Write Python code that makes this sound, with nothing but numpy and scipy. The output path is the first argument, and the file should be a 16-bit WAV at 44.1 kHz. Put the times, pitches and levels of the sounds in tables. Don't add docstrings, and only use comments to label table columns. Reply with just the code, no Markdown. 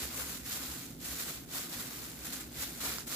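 import sys
import numpy as np
from scipy import signal
from scipy.fft import rfft, irfft, next_fast_len
from scipy.io import wavfile
from scipy.ndimage import uniform_filter1d

SR = 44100
rng = np.random.default_rng(int(sys.argv[2]) if len(sys.argv) > 2 else 0)


def volts_from_decibels(level):
    exponent = np.asarray(level, float) / 20
    return 10 ** exponent


def bounce(signal):
    frames = np.transpose(np.atleast_2d(signal))
    limited = np.clip(frames, -1, 1)
    pcm = np.round(limited * 32767).astype(np.int16)
    wavfile.write(sys.argv[1], SR, pcm)


N = 138915
PORT_LAG_S = .00007


def table(rows, hz):
    rows = np.array([r for r in rows if r[0] > 0], float)
    return np.interp(np.log(hz + 1), np.log(rows[:, 0]), rows[:, 1])


def shape(x, gain):
    n = next_fast_len(N + 4096)
    hz = np.arange(n // 2 + 1) * SR / n
    return irfft(rfft(x, n) * gain(hz), n)[..., :N]


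def level(x, db):
    return x * volts_from_decibels(db) / np.sqrt(np.mean(x ** 2))


def walk(rate):
    k = max(int(SR / rate), 2)
    held = np.repeat(rng.standard_normal(N), k)[:N]
    return 0.43 * uniform_filter1d(held, k)


def folds(move_db, per_s, spread_db):
    lag_spread_s, quiet_density = .00013, .8
    movement = volts_from_decibels(quiet_density * (move_db - move_db.max()))
    chance = np.clip(per_s / SR * movement, 1e-3, 1)
    happens = rng.random(N) < chance
    strength = volts_from_decibels(spread_db * np.minimum(rng.exponential(size=N), 3.5))
    sign = rng.choice([-1., 1.], N)
    right = happens * sign * strength / np.sqrt(chance)
    lag_s = PORT_LAG_S + lag_spread_s * rng.standard_normal(N)
    arrival = np.clip(np.arange(N) + np.round(lag_s * SR).astype(int), 0, N - 1)
    left = np.bincount(arrival, right, N)
    return level(np.array([left, right]), 0)


# (time [s], crinkle level before the final gain [dB])
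HAND_MOVEMENT = [(0.0, -42.5), (0.034, -42), (0.102, -48.5), (0.202, -41), (0.248, -46.5), (0.332, -43.5),
                 (0.425, -53.5), (0.5, -43), (0.54, -40.5), (0.6, -45.5), (0.625, -45), (0.82, -48.5),
                 (0.92, -55), (0.975, -63), (1.018, -50.5), (1.054, -42.5), (1.184, -45.5), (1.2, -39.5),
                 (1.26, -46.5), (1.29, -42), (1.37, -50), (1.405, -54.5), (1.465, -60.5), (1.558, -40),
                 (1.685, -50), (1.736, -44), (1.77, -45.5), (1.8, -43), (1.845, -48), (1.94, -49),
                 (2.058, -47.5), (2.18, -55), (2.24, -48.5), (2.27, -45.5), (2.316, -49), (2.33, -45.5),
                 (2.395, -48), (2.41, -44.5), (2.43, -53), (2.505, -59), (2.554, -50), (2.628, -38.5),
                 (2.675, -48.5), (2.8, -50.5), (2.856, -37.5), (3.01, -49), (3.06, -60), (3.078, -41.5),
                 (3.084, -46), (3.15, -41)]
# (time [s], level before the final gain [dB], fade time of the power [s])
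FOLD_BUNCHES = [(.914, -53, 0.0039), (1.718, -49, 0.018), (2.247, -50, 0.012), (2.325, -41.5, 0.012),
                (2.804, -42, .025), (3.0745, -56, 0.0047)]
# (time [s], left minus right [dB], extra low-mid body [dB],
# extra level near the hollow band [dB])
GLOVE_TONE = [(0.0, -2, 1, 2), (0.2, 1, 4, -3), (0.51, -2.5, -3, 1), (0.6, 0, 2.5, -1.5),
              (0.93, -1.5, -1.5, 0), (1.99, -0.5, 2.5, -1), (2.77, -0.5, -0.5, 1.5),
              (2.86, -0.5, 4.5, -2.5), (3.0, -2.5, 2, 0.5), (3.06, 0.5, -1, -2.5), (3.15, -1.5, 3, 0)]
# (frequency [Hz], relative level per Hz [dB])
FILM_COLOUR_LEFT = [(260, -32), (450, -8), (740, -5.5), (900, -7.5), (1450, -1.5), (1810, -2.5), (7460, -2),
                    (8900, -4), (11600, 1.5), (15400, -2)]
FILM_COLOUR_RIGHT = [(260, -20.5), (450, -5), (740, -4.5), (900, -9.5), (1450, 1.5), (1810, -3.5),
                     (7460, 0.5), (8900, -7.5), (11600, 0), (15400, -6)]


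def gloves():
    body_hz, hollow_hz = 1800, 2920
    wide_share, gain_db = .2, 5
    t = np.arange(N) / SR
    power = volts_from_decibels(np.interp(t, *np.array(HAND_MOVEMENT).T)) ** 2
    for s, db, decay in FOLD_BUNCHES:
        power = power + volts_from_decibels(db) ** 2 * (t >= s) * np.exp(-np.abs(t - s) / decay)
    move_db = 10 * np.log10(power)
    times, *tones = np.array(GLOVE_TONE).T
    pan_db, body_db, hollow_db = (np.interp(t, times, tone) for tone in tones)

    wide = folds(move_db, 3500, 3.2)
    out = 0
    for hz in 250 * 2 ** np.arange(7):
        narrow = folds(move_db, 8000, 2.2)
        clicks = np.sqrt(wide_share) * wide + np.sqrt(1 - wide_share) * narrow
        band = shape(clicks, lambda f: np.cos(np.pi / 2 * np.clip(np.log2((f + 1) / hz), -1, 1)) ** 2)
        body = body_db / (1 + (hz / body_hz) ** 2)
        hollow = hollow_db * np.exp(-2 * np.log2(hz / hollow_hz) ** 2)
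        out = out + band * volts_from_decibels(1.8 * walk(40.28) + body + hollow)
    films = (FILM_COLOUR_LEFT, FILM_COLOUR_RIGHT)
    out = np.array([shape(c, lambda f: volts_from_decibels(table(film, f))) for c, film in zip(out, films)])
    shared_flutter_db = 2.2 * walk(90)
    db = move_db + shared_flutter_db + np.array([pan_db, -pan_db]) / 2
    return level(out, gain_db) * volts_from_decibels(db)


# (frequency [Hz], relative level per Hz [dB])
RUMBLE_COLOUR = [(15, -46), (25, 4), (54, -14.5), (140, -1), (189, -3), (252, -3.5), (389, -5.5),
                 (600, -15.5), (900, -18.5), (1170, -41), (1980, -120)]
# (frequency [Hz], width at half amplitude [Hz], level [dB])
ROOM_RESONANCES = [(62.8, 16.5, -60), (119.4, 38, -61.5), (168, 20, -60.5), (239.4, 41, -56.5),
                   (271.6, 23, -59), (324, 53, -61)]
# (frequency [Hz], side minus mid [dB])
RUMBLE_WIDTH = [(40, -29), (110, -7.5), (200, -19.5), (380, -6.5), (700, 0)]
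# (frequency [Hz], left minus right [dB])
RUMBLE_PAN = [(40, -5), (66, -4), (130, -1.4), (300, -.8)]


def rumble():
    def one():
        out = level(shape(rng.standard_normal(N), lambda f: volts_from_decibels(table(RUMBLE_COLOUR, f))), -55)
        for hz, width, db in ROOM_RESONANCES:
            band = shape(rng.standard_normal(N), lambda f: 1 / (1 + (2 * (f - hz) / width) ** 2))
            out = out + level(band, db)
        return out
    mid = one() + presses()
    side = shape(one(), lambda f: volts_from_decibels(table(RUMBLE_WIDTH, f)))
    ports = [shape(mid + k * side, lambda f: volts_from_decibels(k * table(RUMBLE_PAN, f) / 2)) for k in (1, -1)]
    return np.array(ports)


def room(x):
    room_db, t60_s = -11, .3
    t = np.arange(SR // 2) / SR
    tail = rng.standard_normal((2, len(t))) * volts_from_decibels(-60 * t / t60_s) * (t > .002)
    tail = tail / np.sqrt(np.sum(tail ** 2, 1, keepdims=True))
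    return x + volts_from_decibels(room_db) * signal.fftconvolve(x, tail, axes=1)[:, :N]


# (time [s], strength before the rise and fade [dB])
BOARD_PRESSES = [(0.019, -40), (0.2, -42), (0.672, -42.5), (1.077, -43.5), (2.57, -44.5), (2.86, -43)]


def presses():
    hz, rise_s, decay_s = 67.8, 0.014, 0.062
    t = np.arange(N) / SR
    out = 0
    for (s, db), turn in zip(BOARD_PRESSES, rng.random(len(BOARD_PRESSES))):
        age = np.maximum(t - s, 0)
        swell = (1 - np.exp(-(age / rise_s) ** 2)) * np.exp(-age / decay_s)
        out = out + volts_from_decibels(db) * swell * np.sin(2 * np.pi * (hz * age + turn))
    return out


# (time [s], strength of the low ring before its fade [dB],
# pitch [Hz], left minus right [dB])
FILM_SNAPS = [(0.206, -38, 1470, -1), (2.9212, -37, 1200, -4.5), (2.9846, -31.5, 1400, -7),
              (3.0062, -41, 1500, 0), (3.106, -38, 1440, -1)]


def snaps():
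    cycles, tick_db, tick_hz = 2.2, 7, 5300
    out = np.zeros((2, N + 512))
    t = np.arange(400) / SR

    def ring(hz):
        return np.sin(2 * np.pi * hz * t) * np.exp(-t * hz / cycles)

    for s, db, hz, pan_db in FILM_SNAPS:
        snap = ring(hz) + volts_from_decibels(tick_db) * ring(tick_hz)
        for c, lag in ((0, PORT_LAG_S), (1, 0)):
            i = int((s + lag) * SR)
            out[c, i:i + 400] -= snap * volts_from_decibels(db + pan_db * (.5 - c))
    return out[:, :N]


def scene():
    return room(gloves() + snaps()) + rumble()


def band_limit(x):
    return signal.sosfilt(signal.butter(12, 16700, fs=SR, output="sos"), x)


def record(dry):
    top_hz, bottom_hz, hiss_db = 15470, 39, -63

    def edges(f):
        top = np.clip((top_hz - f) / 150 + .5, 0, 1)
        return top * f ** 4 / np.sqrt(f ** 8 + bottom_hz ** 8)

    hiss = volts_from_decibels(hiss_db) * rng.standard_normal(dry.shape)
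    return band_limit(shape(dry + hiss, edges))


dry = scene()
out = record(dry)
bounce(out)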